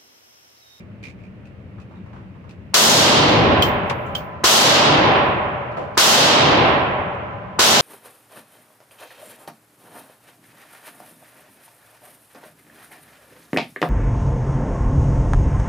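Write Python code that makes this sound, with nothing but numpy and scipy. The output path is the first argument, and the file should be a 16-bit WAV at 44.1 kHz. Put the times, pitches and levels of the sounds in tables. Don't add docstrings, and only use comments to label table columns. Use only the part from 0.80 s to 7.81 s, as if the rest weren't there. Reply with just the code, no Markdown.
import sys
import numpy as np
from scipy import signal
from scipy.io import wavfile

SR = 44100
rng = np.random.default_rng(int(sys.argv[2]) if len(sys.argv) > 2 else 0)


def wav_record(signal):
    frames = np.transpose(np.atleast_2d(signal))
    bounded = np.clip(frames, -1, 1)
    quanta = np.round(bounded * 32767).astype(np.int16)
    wavfile.write(sys.argv[1], SR, quanta)


N = 309141

# start_s, level_db, extra_bass_db, extra_treble_db, early_knock_db, slap_db (against level_db),
# bass_build_up_factor, treble_t60_factor, late_swell_s (after the shot), late_swell_db
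SHOTS = [(1.9412, 15, 3, 7, -24.5, -32, 1.2215, 1.0533, .7, -1.5),
         (3.6402, 14, -3, 5, -14.5, -7, .9, 0.96164, 0.5637, -5),
         (5.1755, 13.5, -2, 4.5, -16, -10.5, 1.2, 0.98379, 0.5972, -5),
         (6.792, 4, 0.5, 4.5, -17, -11, 1.669, 0.9211, .58, -6.5)]
# pitch_hz, level_db (per Hz), t60_s, build_up_s, slow_tail_db, decay_bend
HALL = [(45, -20.5, 2.5, 0.36, -30, 1.04), (88.78, -5.5, 2.7402, 0.47, -26.5, 1.1473),
        (164, 4, 1.4443, 0.28, -20, 0.9681), (300.4, 1, 1.5399, 0.25, -29.5, 1.4211),
        (417, 1.5, 1.8758, 0.045, -27, 0.9664), (835.1, 4.5, 1.671, 0.034, -27, 1.0091),
        (1320, 2, 1.7085, 0.0046, -28, 0.88468), (2364.7, -5, 1.7614, 0.0048, -38.5, 1.0625),
        (3033.8, 3.5, 1.2672, 0.03, -46, 1.0477), (4170.5, -2, 0.99217, 0.0057, -55, 1.4117),
        (6488.9, -6, 0.74165, 0.012, -67.5, 1.4139), (9089, -16.5, 0.61543, 0.019, -74.5, 1.4837),
        (13398, -17.5, 0.52857, 0.022, -81.5, 1.585), (16500, -25, .55, 0.017, -82.5, 1.3)]
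SLOW_TAIL_T60_S = 4.2664
FIRST_SHARE = 0.295
SWELL_WIDTH_S, SWELL_TOP_HZ = 0.12, 480
# pitch_hz, fresh_share (part of the power that is shifted in time for each shot)
FRESH_SHARES = [(100, .1), (1000, .2), (4000, .6)]
# pitch_hz, width_hz, level_db, t60_s
STANDING_WAVES = [(142.73, 22, -6, 2.816), (228.3, 28, -11, 1.3), (352.32, 20, -7, 2.2505),
                  (574.71, 41, 1.5, 2.4585), (599.54, 27, -3, 2.9307), (766.92, 11, 2, 2.0924),
                  (802.93, 14, -7.5, 2.6886), (915.9, 11, -9.5, 0.93), (1008.6, 25, -1.5, 2.9536),
                  (1088.5, 16, -1, 2.3015), (1340.2, 14, -8, 2.804), (1514, 12, -9.5, 0.7),
                  (1797.3, 15, -9.5, 0.67), (2545, 12, -13.5, 0.79)]
STANDING_WAVES_DB = -27.5
KNOCK_LEAD_S, KNOCK_HZ, KNOCK_WIDTH_HZ = 0.0053, 900, 760
SLAP_HZ, SLAP_WIDTH_HZ, SLAP_T60_S = 902, 660, .1
SLAP_TAIL_DB, SLAP_TAIL_T60_S = -14.5, .7
THUD_HZ, THUD_WIDTH_HZ, THUD_DB = 230, 280, -4
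PUSH_HZ, PUSH_WIDTH_HZ, PUSH_DB, PUSH_T60_S = 85, 110, -16.5, .35
# delay_s, level_db (against the shot), pitch_hz, width_hz, broad_crack_db,
# t60_s, left_right_db, rise_s
LATE_ECHO = (1.95, -33.5, 1010, 299.5, -43, 0.0015, -2, 0.48)

# start_s, body_db, mouth_ring_hz, mouth_ring_db, mouth_ring_t60_s, floor_crack_db
CASES = [(2.515, -42, 12100, -46, 0.2532, -60.5), (2.8217, -18.5, 14970, -27, 0.2524, -31.5),
         (3.3503, -26.5, 14890, -34, 0.2191, -42.5), (4.44, -60.5, 13400, -63.5, .4, -90.5),
         (4.69, -63, 11150, -73, 0.29, -89)]
# pitch_hz, width_hz, level_db, t60_s
CASE_MODES = [(3124.5, 223.6, 4, 0.1293), (3879, 300, -14, .08), (5005.4, 150, -19, 0.087),
              (6340, 60, -35, 0.17), (6489.8, 110, -18, 0.044)]
# pitch_hz, width_hz, broad_crack_db, t60_s, left_right_db, rise_s
CASE_CRACK = (4000, 3000, 14.342, 0.19487, 3, .0004)
MOUTH_WIDTH_HZ = 60
CLINK_DB, CLINK_T60_S = 4, .035

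# start_s, level_db, pitch_hz, touches, broad_crack_db, left_right_db
RATTLES = [(.003, -52, 2298, 1, -3, -4), (.228, -47, 2346, 1, 0.5, -7.5), (.237, -39, 2355, 5, -1, -4),
           (.3865, -56, 2295, 3, -6, -4), (0.435, -53.5, 2367, 3, -5, -5.5), (.654, -56, 2552, 2, 1, 2.5),
           (.999, -53.5, 2549, 2, 1.5, -1), (1.155, -64.5, 3699, 3, -2, 0),
           (1.6922, -53, 2576, 2, 6.5, -1.5)]
TOUCH_S, TOUCH_LOSS_DB = .0152, 2.2
RATTLE_WIDTH_HZ, RATTLE_T60_S, RATTLE_RISE_S = 332.3, .14, .001
# start_s, level_db, pitch_hz, width_hz, t60_s, broad_crack_db
KNOCKS = [(.981, -48.5, 1056, 600, 0.266, -20), (1.11, -50, 750, 700, 0.652, -18),
          (1.259, -48, 850, 700, 0.422, -22), (1.33, -47, 760, 900, 0.57, -20),
          (1.36, -49, 1019, 900, 0.4177, -22.5), (1.55, -51.5, 898, 500, 0.303, -22.5),
          (1.64, -50.5, 936.6, 600, 0.5936, -20.5), (3.0966, -20.5, 1400, 1900, .1, -15),
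          (3.109, -21.5, 799.7, 600, 0.0899, -23), (4.9688, -29, 650, 750, .35, -32),
          (4.98, -26, 451.2, 400, 0.5536, -36)]
KNOCK_PAN_DB, KNOCK_RISE_S = -1, 0.001868
# start_s, level_db, pitch_hz, left_right_db
TICKS = [(2.484, -41, 13500, 1), (2.63, -68, 12980, -5), (3.262, -60, 6988, 4), (4.9154, -57, 3018, 0),
         (5.147, -56, 3900, 1.5), (5.912, -65.5, 14040, -11.5)]
TICK_WIDTH_HZ, TICK_CRACK_DB, TICK_T60_S, TICK_RISE_S = 2600, -9, .21, .003
FRONT_DB, FRONT_T60_S = 1.5, 0.027
CRACK_LOW_HZ, CRACK_HIGH_HZ = 900, 5102.4

# time_s, rms_db
RUSTLE = [(2.98, -92), (3.08, -62), (3.3, -68), (3.5, -74), (3.6, -95.5)]
RUSTLE_HZ, RUSTLE_WIDTH_HZ = 13490, 4000
# (per Hz, relative)
AIR = [(15, -69), (25, -39), (105, -1), (153, -14), (190, -3.5), (242, -15), (326, -17.5), (439, -22.5),
       (607, -21.5), (714, -30.5), (2610, -35.5), (3430, -47), (16000, -82.5)]
AIR_DB = -39.5

# pitch_hz, left_right_likeness
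LIKENESS = [(60, 0.79), (130, 0.94945), (290, 0.8128), (640, 0.4571), (1410, 0.0067), (3100, 0.0092),
            (6820, 0.02), (15000, 0.01)]
# pitch_hz, left_right_db
PORTS = [(60, 7.5), (110, 3), (200, 0.5), (380, 0.5), (700, -1), (1290, -1), (2380, -3.5), (4400, 0),
         (8120, 5.5), (15000, -0.5)]
EDGES = 25 * 2 ** np.arange(0, 9.6, 1 / 6)
CEILING_DB, RELEASE_DB_S, SENSE_S, SMOOTH_S = -12, 99, 0.0034, 0.00034
AHEAD = round(.002 * SR)
TOP, HISS_DB, CUTOFF_HZ = 1.0, -80, 16400


def shots():
    out = np.zeros((2, N))
    roars(out)
    rings = standing_waves()
    slap = wall_slap()
    for s, shot_db, _, _, knock_db, slap_db, *_ in SHOTS:
        add(out, s, amp(shot_db + STANDING_WAVES_DB) * rings)
        add(out, s, amp(shot_db + slap_db) * slap)
        knock = resonate(rng.standard_normal(round(KNOCK_LEAD_S * SR)), KNOCK_HZ, KNOCK_WIDTH_HZ)
        add(out, s - KNOCK_LEAD_S, amp(knock_db) * knock * np.hanning(len(knock)))
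        delay, echo_db, *echo = LATE_ECHO
        if s + delay < N / SR:
            out = clack(out, s + delay, shot_db + echo_db, *echo)
    return out


def roars(out):
    size = 2 * SR
    t = np.arange(size) / SR
    for hz, band in noise_bands(size):
        level_db, t60, build, tail_db, bend = (at_hz(HALL, hz, order=k) for k in (1, 2, 3, 4, 5))
        tail = amp(tail_db) * dying(size, SLOW_TAIL_T60_S)
        fresh = at_hz(FRESH_SHARES, hz)
        for s, shot_db, bass_db, treble_db, _, _, gather, linger, late, late_db in SHOTS:
            shifted = np.roll(band, round(s * SR), axis=1)
            mixed = np.sqrt(1 - fresh) * band + np.sqrt(fresh) * shifted
            bell = np.exp(-((t - late) / SWELL_WIDTH_S) ** 2)
            bloom = 1 + amp(late_db) * bell / (1 + (hz / SWELL_TOP_HZ) ** 4)
            stretch = np.interp(np.log(hz), np.log([1500, 4000]), [1, linger])
            roar = mixed * bloom * (dying(size, t60 * stretch, bend) + tail)
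            build_up = 1 - (1 - FIRST_SHARE) * np.exp(-t / max(build * gather, .001))
            colour_db = np.interp(np.log(hz), np.log([200, 800, 3000, 8000]), [bass_db, 0, 0, treble_db])
            add(out, s, amp(shot_db + level_db + colour_db) * build_up * roar)


def standing_waves():
    size, rings = 2 * SR, 0
    noise = rng.standard_normal((2, size))
    for hz, width_hz, ring_db, t60 in STANDING_WAVES:
        mid, side = resonate(noise, hz, width_hz)
        pair = stereo(mid, side, np.clip(at_hz(LIKENESS, hz), 0, 1))
        rings = rings + amp(ring_db) * pair * dying(size, t60)
    return rings


def wall_slap():
    size = 2 * SR
    first, second = rng.standard_normal((2, size))
    thud = amp(THUD_DB) * resonate(second, THUD_HZ, THUD_WIDTH_HZ)
    slap = (resonate(first, SLAP_HZ, SLAP_WIDTH_HZ) + thud) * dying(size, SLAP_T60_S)
    tail = resonate(second, SLAP_HZ, SLAP_WIDTH_HZ) * dying(size, SLAP_TAIL_T60_S)
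    push = resonate(first, PUSH_HZ, PUSH_WIDTH_HZ)[::-1] * dying(size, PUSH_T60_S)
    return slap + amp(SLAP_TAIL_DB) * tail + amp(PUSH_DB) * push


def cases():
    size, out = SR // 2, np.zeros((2, N))
    clink = 1 + amp(CLINK_DB) * dying(size, CLINK_T60_S)
    for s, body_db, mouth_hz, mouth_db, mouth_t60, crack_db in CASES:
        out = clack(out, s, crack_db, *CASE_CRACK)
        noise = rng.standard_normal((2, size))
        for hz, width_hz, mode_db, t60 in CASE_MODES:
            mode = resonate(noise, hz, width_hz) * dying(size, t60)
            add(out, s, amp(body_db + mode_db) * mode * clink)
        mouth = resonate(noise, mouth_hz, MOUTH_WIDTH_HZ) * dying(size, mouth_t60)
        add(out, s, amp(mouth_db) * mouth)
    return out


def clacks():
    out = np.zeros((2, N))
    for s, level_db, hz, touches, crack_db, pan_db in RATTLES:
        for k in range(round(touches)):
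            out = clack(out, s + k * TOUCH_S, level_db - k * TOUCH_LOSS_DB, hz, RATTLE_WIDTH_HZ,
                        crack_db, RATTLE_T60_S, pan_db, RATTLE_RISE_S)
    for s, level_db, hz, width_hz, t60, crack_db in KNOCKS:
        out = clack(out, s, level_db, hz, width_hz, crack_db, t60, KNOCK_PAN_DB, KNOCK_RISE_S)
    for s, level_db, hz, pan_db in TICKS:
        out = clack(out, s, level_db, hz, TICK_WIDTH_HZ, TICK_CRACK_DB, TICK_T60_S, pan_db, TICK_RISE_S)
    return out


def clack(out, s, level_db, hz, width_hz, crack_db, t60, pan_db, rise):
    size = SR // 2
    onset = 1 - np.exp(-np.arange(size) / SR / rise)
    front = (1 + amp(FRONT_DB) * dying(size, FRONT_T60_S)) * onset
    noise = rng.standard_normal((3, 2, size))
    broad = signal.butter(2, [CRACK_LOW_HZ, CRACK_HIGH_HZ], "band", fs=SR)
    crack = signal.lfilter(*broad, noise[1]) + amp(-30) * noise[2] * dying(size, 0.058)
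    burst = (resonate(noise[0], hz, width_hz) + amp(crack_db) * crack) * dying(size, t60) * front
    sound = np.zeros_like(out)
    add(sound, s, amp(level_db + np.array([[pan_db], [-pan_db]]) / 2) * burst)
    return out + sound


def rustle():
    s, level_db = np.transpose(RUSTLE)
    hiss = resonate(rng.standard_normal((2, N)), RUSTLE_HZ, RUSTLE_WIDTH_HZ)
    return amp(np.interp(np.arange(N) / SR, s, level_db, -120, -120)) * hiss


def ventilation():
    rush = sum(amp(at_hz(AIR, hz)) * band[:, SR:] for hz, band in noise_bands(N + SR))
    return amp(AIR_DB) * rush / rush.mean(axis=0).std()


def noise_bands(size):
    white = rng.standard_normal((2, 2, size))
    for k, (low, high) in enumerate(zip(EDGES, EDGES[1:])):
        band_pass = signal.butter(4, [low, high], "band", fs=SR, output="sos")
        mid, side = signal.sosfilt(band_pass, white[k % 2])
        hz = np.sqrt(low * high)
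        pair = stereo(mid, side, np.clip(at_hz(LIKENESS, hz), -1, 1))
        lean = at_hz(PORTS, hz) / 2
        yield hz, pair * amp([[lean], [-lean]])


def stereo(mid, side, alike):
    return np.sqrt(1 + alike) * mid + np.sqrt(1 - alike) * side * [[1], [-1]]


def resonate(x, hz, width_hz):
    r = np.exp(-np.pi * width_hz / SR)
    b = [1, 0.0077, -1.0064]
    a = [1, -2 * r * np.cos(2 * np.pi * hz / SR), r * r]
    x = signal.lfilter(b, a, signal.lfilter(b, a, x))
    return x / x.std()


def dying(size, t60, bend=1):
    return amp(-60 * (np.arange(size) / SR / t60) ** bend)


def lag(x, seconds):
    r = np.exp(-1 / (seconds * SR))
    return signal.lfilter([1 - r], [1, -r], x)


def amp(db):
    return 10 ** (np.asarray(db) / 20)


def at_hz(rows, hz, order=1):
    rows = np.array(rows)
    return np.interp(np.log(hz), np.log(rows[:, 0]), rows[:, order])


def add(out, s, sound):
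    at = round(s * SR)
    out[:, at:at + sound.shape[-1]] += sound[..., :N - at]


def scene():
    return shots() + cases() + clacks() + rustle() + ventilation()


def record(dry):
    level_db = 10 * np.log10(lag((dry ** 2).mean(axis=0), SENSE_S) + 1e-12)
    ramp = RELEASE_DB_S * np.arange(N) / SR
    held_db = np.maximum.accumulate(level_db + ramp) - ramp
    gain_db = lag(lag(np.minimum(CEILING_DB - held_db, 0), SMOOTH_S), SMOOTH_S)
    early_gain_db = np.append(gain_db[AHEAD:], [gain_db[-1]] * AHEAD)
    limited = np.clip(dry * amp(early_gain_db), -TOP, TOP)
    noisy = limited + amp(HISS_DB) * rng.standard_normal(dry.shape)
    return signal.sosfilt(signal.cheby2(20, 60, CUTOFF_HZ, fs=SR, output="sos"), noisy)


dry = scene()
out = record(dry)
wav_record(out)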